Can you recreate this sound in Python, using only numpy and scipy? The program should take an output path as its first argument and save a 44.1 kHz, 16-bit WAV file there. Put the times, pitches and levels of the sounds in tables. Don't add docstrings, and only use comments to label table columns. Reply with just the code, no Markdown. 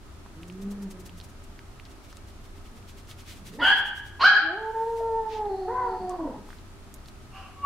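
import sys
import numpy as np
from scipy import signal
from scipy.fft import rfft, irfft
from scipy.io import wavfile
from scipy.ndimage import uniform_filter1d

SR = 44100
rng = np.random.default_rng(int(sys.argv[2]) if len(sys.argv) > 2 else 0)


def generate_wav(sig):
    pcm = np.round(np.clip(np.atleast_2d(sig).T, -1, 1) * 32767).astype(np.int16)
    wavfile.write(sys.argv[1], SR, pcm)


def volts_from_decibels(level):
    exponent = np.asarray(level, float) / 20
    return 10 ** exponent


N = 337365


def evened(x):
    return x / np.sqrt(np.mean(x ** 2) + 1e-20)


def read(points, hz):
    f, value = np.transpose(points)
    return np.interp(np.log(hz + 1), np.log(f + 1), value)


def add(mix, s, sound):
    part = mix[..., round(s * SR):round(s * SR) + sound.shape[-1]]
    part += sound[..., :part.shape[-1]]


def coloured(points, channels):
    white = rfft(rng.standard_normal((channels, N)))
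    return irfft(white * volts_from_decibels(read(points, np.fft.rfftfreq(N, 1 / SR))), N)


def drift(size, hz):
    a, b = rng.standard_normal((2, size + SR))
    r = np.exp(-np.pi * hz / SR)
    once = signal.lfilter([1], [1, -r], a + 1j * b)
    twice = signal.lfilter([1], [1, -r], once)[SR:]
    return twice / np.sqrt(np.mean(abs(twice) ** 2))


def stereo(mid, side):
    return np.array([mid + side, mid - side])


def sniffs():
    # t/s at the middle, hiss level/dB
    quick = [(.426, -63), (.482, -62), (.624, -54.5), (.716, -53), (.829, -55), (.913, -51.5),
             (1.004, -55.5), (1.065, -51), (1.183, -56), (1.244, -54.5), (1.298, -62), (1.442, -62)]
    faint = [(1.911, -63), (2.047, -63), (2.104, -62.5), (2.167, -65), (2.287, -63), (2.45, -63.5),
             (2.57, -66), (2.663, -64), (2.772, -63), (2.894, -57.5), (2.986, -59)]
    deep = [(3.105, -54), (3.199, -57), (3.373, -59.5), (3.475, -53), (3.546, -58), (3.782, -49),
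            (3.871, -53.5), (3.975, -55), (4.07, -58.5), (4.982, -57.5)]
    # length/s, low rush against hiss/dB
    bouts = [
        (0.015, -7),
        (.024, 1.5),
        (.03, 1.5),
    ]
    # t/s at the middle, length/s, hiss level/dB, low rush level/dB
    rubs = [
        (1.86, .012, -84, -58),
        (3.3, 0.05, -53.5, -49),
        (4.814, 0.37, -61, -59.5),
        (5.336, 0.064, -90, -49.5),
        (6.11, 0.015, -62, -58),
        (6.516, 0.096, -65.5, -63),
        (7.083, 0.013, -58, -68.5),
        (7.385, 0.034, -82, -63),
    ]
    # f/Hz, level/dB
    hiss = [(3000, -6.5), (6000, 2.5), (11000, -1.5), (15500, -8)]
    # f/Hz, level/dB
    rush = [(700, -23.5), (2000, -3), (3500, -2.5), (6000, -11), (9000, -27.5)]
    rows = list(rubs)
    for bout, (length, rush_db) in zip((quick, faint, deep), bouts):
        rows += [(s, length, db, db + rush_db) for s, db in bout]
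    t, out = np.arange(0, N, 16) / SR, np.zeros((2, N))
    for column, colour in ((2, hiss), (3, rush)):
        power = np.zeros(len(t))
        for row in rows:
            s, length = row[:2]
            half = length * np.where(t < s, .85, 1.15)
            power += volts_from_decibels(2 * row[column]) * np.exp(-2.8 * ((t - s) / half) ** 2)
        envelope = np.interp(np.arange(N) / SR, t, np.sqrt(power))
        mid, side = evened(coloured(colour, channels=2))
        out += volts_from_decibels(0.5) * envelope * stereo(mid, volts_from_decibels(-5.0) * side)
    return out


def ticks():
    # t/s, peak level/dB, ring f/Hz, left against
    # right/dB
    middle = [(0.4321, -31.5, 2790, -4), (0.4993, -35.5, 2720, -6), (1.094, -33.5, 2900, -5),
              (1.201, -31, 3870, -5), (1.212, -32, 4170, -2.5), (1.591, -38, 4340, -1.5),
              (1.853, -35, 4500, -1.5), (2.304, -44, 3600, -2.5), (2.827, -45, 2660, -1.5),
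              (3.1125, -32, 3540, -3), (5.4562, -42, 3470, -6), (6.5862, -43, 4140, 10),
              (7.059, -36.5, 4360, -0.5), (7.085, -33.5, 4230, -0.5), (7.159, -48, 2600, -3)]
    bright = [(0.4823, -40, 7220, -2.5), (0.525, -41.5, 6600, -0.5), (1.2989, -47, 5900, -0.5),
              (1.4401, -41, 7740, -1.0), (2.1275, -37, 5600, 0.0), (2.17, -36, 7800, 3),
              (2.1705, -39, 4050, -2), (3.0736, -40, 5530, 0.0), (6.095, -31, 7420, 8),
              (6.941, -30.5, 12100, -7), (6.941, -26.5, 7800, -4), (6.962, -42, 11000, 0)]
    dull = [
        (0.2614, -36, 1060, -2.0),
        (1.5915, -34, 1950, -5),
        (1.7984, -32, 2380, -4),
        (2.1284, -37, 1400, -4),
        (2.659, -40, 1940, -2.0),
        (6.4895, -36, 955, 1),
        (6.5044, -34, 1540, -10),
        (6.5298, -34.5, 1565, -2.0),
    ]
    ring_cycles = [
        2.56,
        2.2,
        1.56,
    ]
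    out, t = np.zeros((2, N)), np.arange(900) / SR
    for kind, cycles in zip((middle, bright, dull), ring_cycles):
        for s, db, hz, pan_db in kind:
            u = 3 * t * hz / max(cycles, .3)
            swell = np.e * u * np.exp(-u)
            scuff = uniform_filter1d(rng.standard_normal(900), 12) * np.exp(-t / 0.0057)
            gain = volts_from_decibels(db - 3.0 + np.array([[.5], [-.5]]) * pan_db)
            add(out, s, gain * (swell + 0.82 * scuff) * np.sin(2 * np.pi * hz * t))
    return out


def puppies():
    # t/s, pitch f/Hz, effort level/dB, mouth opening as second partial over first/dB
    moan = [
        (.33, 150.3, -53, 2.5),
        (.44, 170.6, -49, -5.5),
        (.58, 193, -44.5, -7),
        (.66, 199.1, -34.5, -13.5),
        (.76, 202.6, -43, -1),
        (.87, 191.4, -37.5, -11),
        (1.0, 182.6, -51, -1),
        (1.2, 165.6, -54, -17),
        (1.3, 169, -59, -8),
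    ]
    howl = [
        (4.4, 312.4, -42, -8),
        (4.49, 327.7, -35, -4),
        (4.535, 370.4, -30, -5),
        (4.58, 435.5, -38, 3.5),
        (4.77, 447.8, -26, -0.5),
        (4.9, 460.5, -31.5, -1),
        (5.2, 448.7, -30, -2),
        (5.32, 432, -39, 3),
    ]
    sag = [
        (5.3, 441.7, -40.5, 4),
        (5.42, 423.5, -32.5, -2),
        (5.5, 393.4, -34, -0.5),
        (5.66, 370.8, -36, -5.5),
        (5.78, 373, -50, 5),
        (5.9, 376.3, -37.5, -2),
        (6.16, 359.6, -34.5, -2),
        (6.24, 310.5, -32.5, -8),
        (6.3, 295.7, -52, 6),
    ]
    growl = [
        (3.38, 171.4, -55, -8),
        (3.52, 178.6, -46.5, -11),
        (3.6, 282.2, -40.5, -4.5),
        (3.66, 317.6, -38.5, 0),
    ]
    answer = [
        (5.67, 401.4, -30, -3.5),
        (5.725, 496.5, -37, 1.5),
        (5.79, 505.7, -45.5, 17.5),
        (5.87, 475, -39, 6),
        (5.99, 425.3, -51.5, 6),
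    ]
    yaps = [
        [(3.59, 525.7, -61, -6.5), (3.62, 698.4, -45.5, 12), (3.64, 747, -41, 16.5), (3.68, 783.7, -35, 15.5),
         (3.72, 833, -36.5, 12), (3.78, 781, -51, 4)],
        [(4.19, 488.3, -54, 14.5), (4.213, 529, -52, 29), (4.232, 571.5, -40.5, 23.5),
         (4.244, 738.7, -22, 14.5), (4.272, 827, -26.5, 18), (4.325, 808.3, -30.5, 0), (4.365, 828.4, -23, 7),
         (4.4, 775, -56, 19)],
        [(7.3, 370, -91, 14), (7.35, 390, -79.5, 24.8), (7.5, 370.6, -74.5, 6)],
        [(7.56, 559, -82, 21.8), (7.622, 567.6, -68, 27.8), (7.66, 564, -55.5, 40.9)],
        [(3.582, 808, -53.5, -17.5), (3.6, 940.4, -34.5, -4.5), (3.7, 879, -31, -17), (3.75, 890, -50, -17)],
    ]
    # f/Hz, level/dB
    wide = [
        [(1800, 8.5), (2400, -23), (2900, -2.5), (3350, -2.5), (3550, -29.5), (4900, -21.5), (5200, -37),
         (8000, -39.5), (11500, -41.5), (15000, -52)],
        [(1000, -1), (2400, -23.5), (3100, -13), (3600, -30), (4100, -14), (4950, -20.5), (5150, -28.5),
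         (8500, -56.5), (11500, -46), (15000, -59.5)],
        [(1150, 4), (2000, -14.5), (2800, 0), (3600, -25.5), (5000, -17), (7000, -32)],
        [(1700, -41), (2900, -27), (3500, -76), (9000, -65)],
        [(2800, -15), (5000, -21.5), (6000, -50)],
    ]
    # f/Hz, level/dB
    half_open = [(1500, -10.5), (2000, -23.5), (2600, -44), (4500, -57), (6000, -72)]
    # f/Hz, level/dB
    shut = [(500, -16.5), (950, -24), (1350, -26.5), (1900, -28.5), (2400, -54.5), (5000, -65)]
    yap_rough = [.1, .09, .08, .012, .5]
    # t/s, length/s, level/dB, first pitch f/Hz, last pitch f/Hz
    whimpers = [
        (2.7, .12, -53, 227, 206),
        (4.31, .1, -43, 500, 300),
        (5.985, .08, -43, 212, 198),
        (6.18, .25, -37, 330, 180),
    ]
    whines = [
        (4.97, .09, -57, 325, 330),
        (6.08, .29, -52, 545, 430),
    ]
    far, near = np.zeros((2, N))
    for rows, mouth, rough in zip(yaps, wide, yap_rough):
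        add(far, *call(rows, mouth, odd_db=0, flutter_hz=125.0, rough=rough))
    voices = [(moan, .08), (howl, .035), (sag, .08), (growl, .85)]
    voices += [(arch(*row, open_db=-7), .4) for row in whimpers]
    voices += [(arch(*row, open_db=16), .55) for row in whines]
    for rows, rough in voices:
        add(near, *call(rows, shut, odd_db=2.0, flutter_hz=58.8, rough=rough))
    add(near, *call(answer, half_open, odd_db=-4.5, flutter_hz=70., rough=.09))
    add(near, *whistle())
    direct = (volts_from_decibels(1.0) * far + near) * volts_from_decibels(np.array([[-.4], [.4]]))
    return direct + room(volts_from_decibels(-0.5) * far, liveness=0.73) + room(volts_from_decibels(-9) * near, liveness=.55)


def call(rows, mouth, odd_db, flutter_hz, rough):
    # t/s, depth/dB
    level_dips = [
        (.91, -35),
        (4.727, -21),
        (4.854, -12),
        (5.315, -12),
        (5.486, -9),
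        (5.572, -10),
        (5.986, -21),
        (6.178, -14),
        (6.225, -4),
    ]
    dip_s, rough_per_db = 0.012, .07
    s, *columns = np.transpose(rows)
    t = np.arange(s[0], s[-1], 1 / SR)
    hz, first_db, open_db = (np.interp(t, s, c) for c in columns)
    first_db = first_db + sum(db * np.exp(-((t - at) / dip_s) ** 2) for at, db in level_dips)
    second_db = first_db + open_db
    effort_db = np.maximum(first_db, second_db)
    rough = np.minimum(rough * (1.5 + rough_per_db * (effort_db.max() - effort_db)), 1)
    turns = np.cumsum(hz * (1 + 0.0498 * rough * drift(len(t), 38.5).real)) / SR
    partials = []
    for k in range(1, int(15000 / hz.max())):
        db = first_db if k == 1 else second_db + (k > 2) * odd_db * (k % 2)
        blur = np.clip(rough * k ** 1.3, 0, 1)
        flutter = np.sqrt(1 - blur ** 2) + blur * drift(len(t), flutter_hz * min(k, 6))
        flutter = flutter * (1 + .25 * drift(len(t), 16.))
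        partials.append(np.sqrt(2) * volts_from_decibels(db) * (flutter * np.exp(2j * np.pi * k * turns)).real)
    fade = signal.windows.tukey(len(t), .1)
    upper = rfft(sum(partials[2:]) * fade)
    upper = irfft(upper * volts_from_decibels(read(mouth, np.fft.rfftfreq(len(t), 1 / SR))), len(t))
    return s[0], (partials[0] + partials[1] + upper) * fade


def arch(start, length, db, first_hz, last_hz, open_db):
    return [(start + u * length, first_hz + u * (last_hz - first_hz), db + drop_db, open_db)
            for u, drop_db in ((0, -15), (0.37, 0), (1, -12.5))]


def whistle():
    # t/s, level/dB, centre f/Hz
    path = [
        (5.38, -72, 4200),
        (5.62, -62.5, 4350),
        (5.77, -72, 4340),
        (5.899, -64, 4460),
        (6.12, -66, 4567),
        (6.299, -87, 4610),
    ]
    s, db, hz = np.transpose(path)
    t = np.arange(s[0], s[-1], 1 / SR)
    turns = np.cumsum(np.interp(t, s, hz)) / SR
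    band = (drift(len(t), 550.0) * np.exp(2j * np.pi * turns)).real
    return s[0], np.sqrt(2) * volts_from_decibels(np.interp(t, s, db)) * band * signal.windows.tukey(len(t), .2)


def room(x, liveness):
    # f/Hz, t60/s
    decay = [(200, 1), (1000, 1), (1600, 1), (3500, 0.87), (8000, 0.29)]
    # f/Hz, side against mid/dB
    tail_width = [(200, -18), (800, -11), (1600, -8.5), (3000, -1), (6000, 3)]
    hz, t, z = signal.stft(rng.standard_normal((2, int(1.3 * SR))), SR, nperseg=256)
    build_up = np.minimum(t / 0.0077, 1)
    z = z * volts_from_decibels(-60 * t / (liveness * read(decay, hz)[:, None])) * build_up
    z[1] *= volts_from_decibels(read(tail_width, hz))[:, None]
    tail = signal.istft(z, SR, nperseg=256)[1]
    tail = tail / np.linalg.norm(tail[0])
    return stereo(*signal.fftconvolve(x[None], tail, axes=1)[:, :N])


def air():
    # f/Hz, level/dB
    air_colour = [(8.8, -34.5), (15, 2.5), (97, -5.5), (164, -13), (213, -9), (340, -11.5), (394, -17.5),
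                  (497, -21), (628, -18), (840, -20.5), (1300, -21.5), (1690, -26), (6670, -35.5),
                  (11000, -40), (16000, -49.5)]
    # f/Hz, side against mid/dB
    air_width = [(60, -7), (110, -5), (200, -9), (380, -7), (700, -5.5), (1290, -1), (2380, -1.5),
                 (4400, 0.5), (8120, 0.5), (15000, 2)]
    # f/Hz, width/Hz, level/dB
    hum = [(26, 10, -52), (60.7, 10, -58.5), (86.6, 7.5, -54), (121.7, 7.7, -61.5), (395, 8.3, -64),
           (1270, 70, -69.5), (1580, 2, -79), (10750, 30, -87.5)]
    t, hz = np.arange(N) / SR, np.fft.rfftfreq(N, 1 / SR)
    mid, side = coloured(air_colour, channels=2)
    side = irfft(rfft(side) * volts_from_decibels(read(air_width, hz)), N)
    out = volts_from_decibels(-49) * stereo(mid, side) / mid.std()
    for line_hz, width, db in hum:
        waver = 0.51 + drift(N, width)
        out += np.sqrt(2) * volts_from_decibels(db) * (waver * np.exp(2j * np.pi * line_hz * t)).real
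    return out


def scene():
    return sniffs() + ticks() + puppies() + air()


def top_cut(x):
    return signal.sosfilt(signal.butter(12, 16450, fs=SR, output="sos"), x)


def record(dry):
    power_db = 10 * np.log10(abs(uniform_filter1d((dry ** 2).mean(0), 800)) + 1e-12)
    fall = np.arange(N) * 16. / SR
    held_db = np.maximum.accumulate(power_db + fall) - fall
    over_db = np.maximum(held_db + 20, 0)
    start_db = 4 * np.exp(-np.arange(N) / SR / 0.024)
    ducked = dry / volts_from_decibels(.5 * uniform_filter1d(over_db, 300) + start_db)
    padded = np.pad(ducked, ((0, 0), (200, 200)), "reflect", reflect_type="odd")
    low_pass = signal.firwin(401, 15800, window=("kaiser", 6), fs=SR)
    limited = signal.oaconvolve(padded, low_pass[None], "valid", axes=1)
    return top_cut(limited)


dry = scene()
out = record(dry)
generate_wav(out)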